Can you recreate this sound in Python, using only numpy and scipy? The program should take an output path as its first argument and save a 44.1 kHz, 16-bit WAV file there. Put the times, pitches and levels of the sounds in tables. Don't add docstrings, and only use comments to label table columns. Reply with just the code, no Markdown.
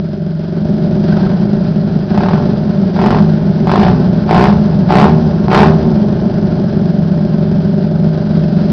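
import sys
import numpy as np
from scipy import signal
from scipy.fft import rfft, irfft
from scipy.io import wavfile
from scipy.ndimage import uniform_filter1d

SR = 44100
rng = np.random.default_rng(int(sys.argv[2]) if len(sys.argv) > 2 else 0)


def put_to_file(sound):
    columns = np.atleast_2d(sound).T
    safe = np.clip(columns, -1, 1)
    whole_steps = np.round(safe * 32767)
    wavfile.write(sys.argv[1], SR, whole_steps.astype(np.int16))


N = 384552
TIME = np.arange(N) / SR

# start_s, held_s, pull_hz_per_s (on the firing rate), blast_db
THROTTLE_BLIPS = [(1.084, .11, 32.9, -25), (2.111, 0.22, 87.5, -20), (2.963, 0.19, 109.4, -17.5),
                  (3.672, 0.19, 128, -15.5), (4.292, .16, 140, -12.5), (4.906, 0.13, 160.5, -10.5),
                  (5.515, 0.11, 166, -9)]
# pitch_hz, width_hz, level_db
PIPE_MODES = [(168.7, 55.6, -0.5), (195.4, 48.6, 4.5), (311, 150, -21.5), (375.5, 46.6, -7.5),
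              (578, 47, -14.5), (683, 52, -20), (801, 43, -22)]
# frequency_hz, level_db
THUMP_EQ = [(22, -19), (42, -13), (62, -1), (78, 0.5), (95, 2.5), (120, 5.5), (150, -7.5), (250, -40.5)]
# frequency_hz, level_db
CRACK_EQ = [(60, -13), (260, -2), (380, 5.5), (490, -3.5), (620, 0.5), (720, 5.5), (900, 1), (1050, -1),
            (1200, -8), (1550, -11), (2100, -20), (3200, -25.5), (5000, -30.5), (6000, -38)]
# start_s, peak_db
HARD_FIRINGS = [(2.176, -8.5), (2.333, -11.5), (3.060, -4), (3.672, -6.5), (3.759, 0.5), (4.310, 2),
                (4.379, -1), (4.906, -7.5), (5.483, -2.5)]
# centre_s, pitch_hz, peak_db
FLAP_CHIRPS = [(1.127, 1534, -23), (1.17, 1290, -28), (1.238, 1564, -30), (1.272, 1310, -30)]
# time_s, firing_rate_hz, level_db
IDLER_RIDE = [(0, 22.5, -17.5), (.55, 23.3, -17.5), (1.1, 23.2, -12.5), (1.6, 26.4, -15.5),
              (2.5, 25.5, -15.5), (3.2, 22.5, -14), (4.6, 22.8, -13.5), (6.2, 23.5, -14.5),
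              (7.5, 22.6, -15), (8.72, 22.96, -12.5)]
# frequency_hz, level_db
IDLER_EQ = [(25, -59.5), (46, -23.5), (61, -17.5), (74, -28.5), (91, -12.5), (114, -19.5), (137, -12),
            (160, 1.5), (183, -2), (208, -4), (260, -25), (385, -11), (490, -41.5), (595, -13.5),
            (700, -30.5), (1000, -55.5)]
# time_s, level_db
RUSH_RIDE = [(0, -49), (.5, -47.5), (1.05, -43), (1.8, -44), (4, -42.5), (8, -44.5), (8.72, -41)]
# frequency_hz, level_db
RUSH_EQ = [(30, 9), (100, 11.5), (400, 13.5), (800, 14.5), (1150, 6.5), (1500, 13.5), (2050, 0), (2800, -2),
           (3500, -1), (4200, 0), (4900, 0.5), (6000, -11.5)]
# pitch_hz, width_hz, level_db
THIN_WHINES = [(3233, 130, 0), (4170, 27, 1.5), (5000, 19, -4), (4870, 50, 0.5)]
# delay_s, gain
UNDERBODY_ECHOES = [(.0023, 0.11), (.0041, -0.069), (.0067, .22), (.0094, 0.12)]
# frequency_hz, t60_s
HALL_DECAY = [(100, 0.97), (600, 0.41), (2000, 0.25), (6000, 0.27)]
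# frequency_hz, level_db
MICROPHONE_EQ = [(4900, 1), (5250, 2), (5650, -2.5), (6050, -2.5), (6400, -25), (6900, -29.5),
                 (8000, -45.5)]

ENTRY_S, IDLE_HZ = 0.517, 25.2
OPEN_S, CLOSE_S = .02, .112
FRICTION_HZ_PER_S, FRICTION_KNEE_HZ = 75.3, 40.6
FILL_FIRINGS, EMPTY_FIRINGS = 1.18, 4.6
BOOM_DB, BOOM_DB_PER_OCTAVE, BOOM_LOAD_DB = -17, 1.5, 6
BOOM_LAG_S = 0.052
FLUTTER_DB, FLUTTER_DB_PER_OCTAVE = -39.5, 7
RUSH_THROTTLE_DB, MIC_HISS_DB = 5, -75


def pipe(clicks, rate, level_db):
    gas = clicks + gain_of(-10) * puffs(clicks, decay_s=.02)
    modes = sum(gain_of(db) * ring(ring(gas, hz, width), hz, width) for hz, width, db in PIPE_MODES)
    eddies = puffs(clicks, decay_s=.02)
    thump = steadied(colour(gas + gain_of(-1.5) * eddies, THUMP_EQ))
    flow_db = -11 + 4.4 * np.log10(rate / 50)
    boom = steadied(workshop(modes, wet_db=-3))
    return (boom + thump * gain_of(flow_db)) * gain_of(level_db)


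def boom_level(rate, pull):
    load = delayed(pull / pull.max(), BOOM_LAG_S)
    return BOOM_DB + BOOM_DB_PER_OCTAVE * np.log2(rate / IDLE_HZ) + BOOM_LOAD_DB * load


def tear(clicks, rate, level_db):
    bite = 1 / (1 + np.exp(-(level_db + 24) / 2.5))
    bite *= np.clip((rate - 23) / 10, 0, 1)
    lowpass = signal.butter(2, 1700, fs=SR, output="sos")
    highpass = signal.butter(2, 1500, "high", fs=SR, output="sos")
    push = signal.sosfilt(lowpass, clicks + gain_of(-9) * puffs(clicks, decay_s=.006))
    spray = signal.sosfilt(highpass, puffs(clicks, decay_s=.013))
    crack = steadied(colour(push + gain_of(5) * spray, CRACK_EQ), size=3000)
    flutter = steadied(colour(puffs(clicks, decay_s=.1), CRACK_EQ))
    blast = bite * crack + gain_of(-3.5) * (1 - bite) * flutter
    blast = blast * gain_of(level_db + 1) + hard_firings()
    echoes = sum(gain * delayed(blast, delay) for delay, gain in UNDERBODY_ECHOES)
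    return workshop(blast + echoes, wet_db=-8)


def blast_level(rate, count):
    power = gain_of(FLUTTER_DB + FLUTTER_DB_PER_OCTAVE * np.log2(rate / IDLE_HZ)) ** 2
    for start, held, _, db in THROTTLE_BLIPS:
        since_open = np.maximum(count - np.interp(start - OPEN_S, TIME, count), 0)
        since_shut = np.maximum(count - np.interp(start + held, TIME, count), 0)
        charge = (1 - np.exp(-since_open / FILL_FIRINGS)) * np.exp(-since_shut / EMPTY_FIRINGS)
        power += (gain_of(db) * charge) ** 2
    return 10 * np.log10(power)


def pedal(start, held):
    attack = np.clip(1 + (TIME - start) / OPEN_S, 0, 1)
    return attack * np.exp(-np.maximum(TIME - start - held, 0) / CLOSE_S)


def firing_rate(pull, hop=63):
    rates = [IDLE_HZ]
    for push in pull[::hop]:
        drag = FRICTION_HZ_PER_S * np.tanh((rates[-1] - IDLE_HZ) / FRICTION_KNEE_HZ)
        rates.append(rates[-1] + (push - drag) * hop / SR)
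    return np.interp(np.arange(N) / hop, np.arange(len(rates)), rates)


def crank(rate):
    count = np.cumsum(rate) / SR
    starts = [row[0] for row in THROTTLE_BLIPS]
    nudge = np.unwrap(np.interp(starts, TIME, count) % 1, period=1)
    return count - np.interp(TIME, starts, nudge)


def firings(count, rate, uneven_db, jitter_s, cylinders_db):
    at = np.flatnonzero(np.diff(np.floor(count)))
    strength, late = rng.standard_normal((len(at), 2)).T
    ragged = rate.min() / rate[at]
    level_db = np.resize(cylinders_db, len(at)) + uneven_db * ragged * np.clip(strength, -2, 2)
    slip = np.round(late * ragged ** 2 * jitter_s * SR).astype(int)
    clicks = np.zeros(N)
    clicks[np.clip(at + slip, 0, N - 1)] = gain_of(level_db)
    return clicks


def puffs(clicks, decay_s):
    pole = np.exp(-2 / (decay_s * SR))
    return np.sqrt(signal.lfilter([1 - pole], [1, -pole], clicks ** 2)) * rng.standard_normal(N)


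def hard_firings():
    spikes = np.zeros(N)
    for start, db in HARD_FIRINGS:
        spikes[round(start * SR)] = gain_of(db)
    unit_peak = abs(colour(signal.unit_impulse(N), CRACK_EQ)).max()
    return colour(spikes, CRACK_EQ) / unit_peak


def flap(width_s=.0059):
    return sum(gain_of(db) * np.exp(-((TIME - centre) / width_s) ** 2) * np.sin(2 * np.pi * hz * TIME)
               for centre, hz, db in FLAP_CHIRPS)


def idler(clicks):
    gas = clicks + gain_of(-15) * puffs(clicks, decay_s=.04)
    preroll = round(6 * SR / IDLER_RIDE[0][1])
    gas = np.concatenate([gas[:preroll], gas])
    hum = workshop(colour(gas, IDLER_EQ), wet_db=1)[preroll:]
    return steadied(hum) * gain_of(curve(IDLER_RIDE, column=2))


def rush(clicks, throttle):
    hiss = rng.standard_normal(N)
    throb = gain_of(-6) * steadied(workshop(puffs(clicks, decay_s=.02), wet_db=-3))
    whine = sum(gain_of(db + 3) * ring(rng.standard_normal(N), hz, width)
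                for hz, width, db in THIN_WHINES)
    flicker = steadied(uniform_filter1d(rng.standard_normal(N), size=1100))
    level_db = curve(RUSH_RIDE) + RUSH_THROTTLE_DB * throttle + 7.5 + 1.5 * flicker
    return steadied(colour(hiss + throb + whine, RUSH_EQ)) * gain_of(level_db)


def workshop(x, wet_db):
    noise = rng.standard_normal(SR) * (TIME[:SR] > .004)
    hz, t, spectrum = signal.stft(noise, SR, nperseg=256)
    decay = gain_of(-60 * t / at_hz(HALL_DECAY, hz)[:, None])
    tail = signal.istft(spectrum * decay, SR)[1]
    response = 1 + gain_of(wet_db) * rfft(tail / np.linalg.norm(tail))
    allpass = irfft(response / abs(response))[:SR // 2]
    return signal.fftconvolve(x, allpass)[:len(x)]


def colour(x, eq, size=16384):
    log_gain = np.log(gain_of(at_hz(eq, abs(np.fft.fftfreq(size, 1 / SR)))))
    taps = np.fft.ifft(np.exp(np.conj(signal.hilbert(log_gain)))).real
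    return signal.oaconvolve(x, taps[:size // 2])[:len(x)]


def ring(x, hz, width):
    return signal.lfilter(*signal.iirpeak(hz, hz / width, SR), x)


def steadied(x, size=7000):
    power = uniform_filter1d(uniform_filter1d(x ** 2, size), size)
    return x / np.sqrt(abs(power) + np.mean(x ** 2) / 10000)


def delayed(x, seconds):
    return np.interp(TIME - seconds, TIME, x, left=0)


def curve(rows, column=1):
    rows = np.asarray(rows)
    return np.interp(TIME, rows[:, 0], rows[:, column])


def at_hz(points, hz):
    frequencies, values = np.transpose(points)
    return np.interp(np.log(hz + 1), np.log(frequencies), values)


def gain_of(db):
    return 10 ** (np.asarray(db) / 20)


def scene():
    throttle = sum(pedal(start, held) for start, held, _, _ in THROTTLE_BLIPS)
    pull = sum(push * pedal(start, held) for start, held, push, _ in THROTTLE_BLIPS)
    rate, idler_rate = firing_rate(pull), curve(IDLER_RIDE)
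    count, idler_count = crank(rate), np.cumsum(idler_rate) / SR
    revved = firings(count, rate, uneven_db=3, jitter_s=.0006, cylinders_db=[.8, -.5, .3, -.7])
    idling = firings(idler_count, idler_rate, uneven_db=.7, jitter_s=.00016, cylinders_db=[-1.5, -1, 2.5])
    exhaust = pipe(revved, rate, boom_level(rate, pull)) + tear(revved, rate, blast_level(rate, count))
    fade_in = np.clip((TIME - ENTRY_S) / .04, 0, 1)
    return (fade_in * exhaust + flap() + idler(idling) + rush(idling, throttle))[None]


def record(dry):
    heard = colour(dry[0], MICROPHONE_EQ) * gain_of(0.47)
    clipped = heard / (1 + heard ** 14) ** (1 / 14)
    hiss = gain_of(MIC_HISS_DB) * rng.standard_normal(N)
    high_cut = signal.firwin(511, 16000, window=("kaiser", 9), fs=SR)
    return signal.oaconvolve(clipped + hiss, high_cut, "same")[None]


dry = scene()
out = record(dry)
put_to_file(out)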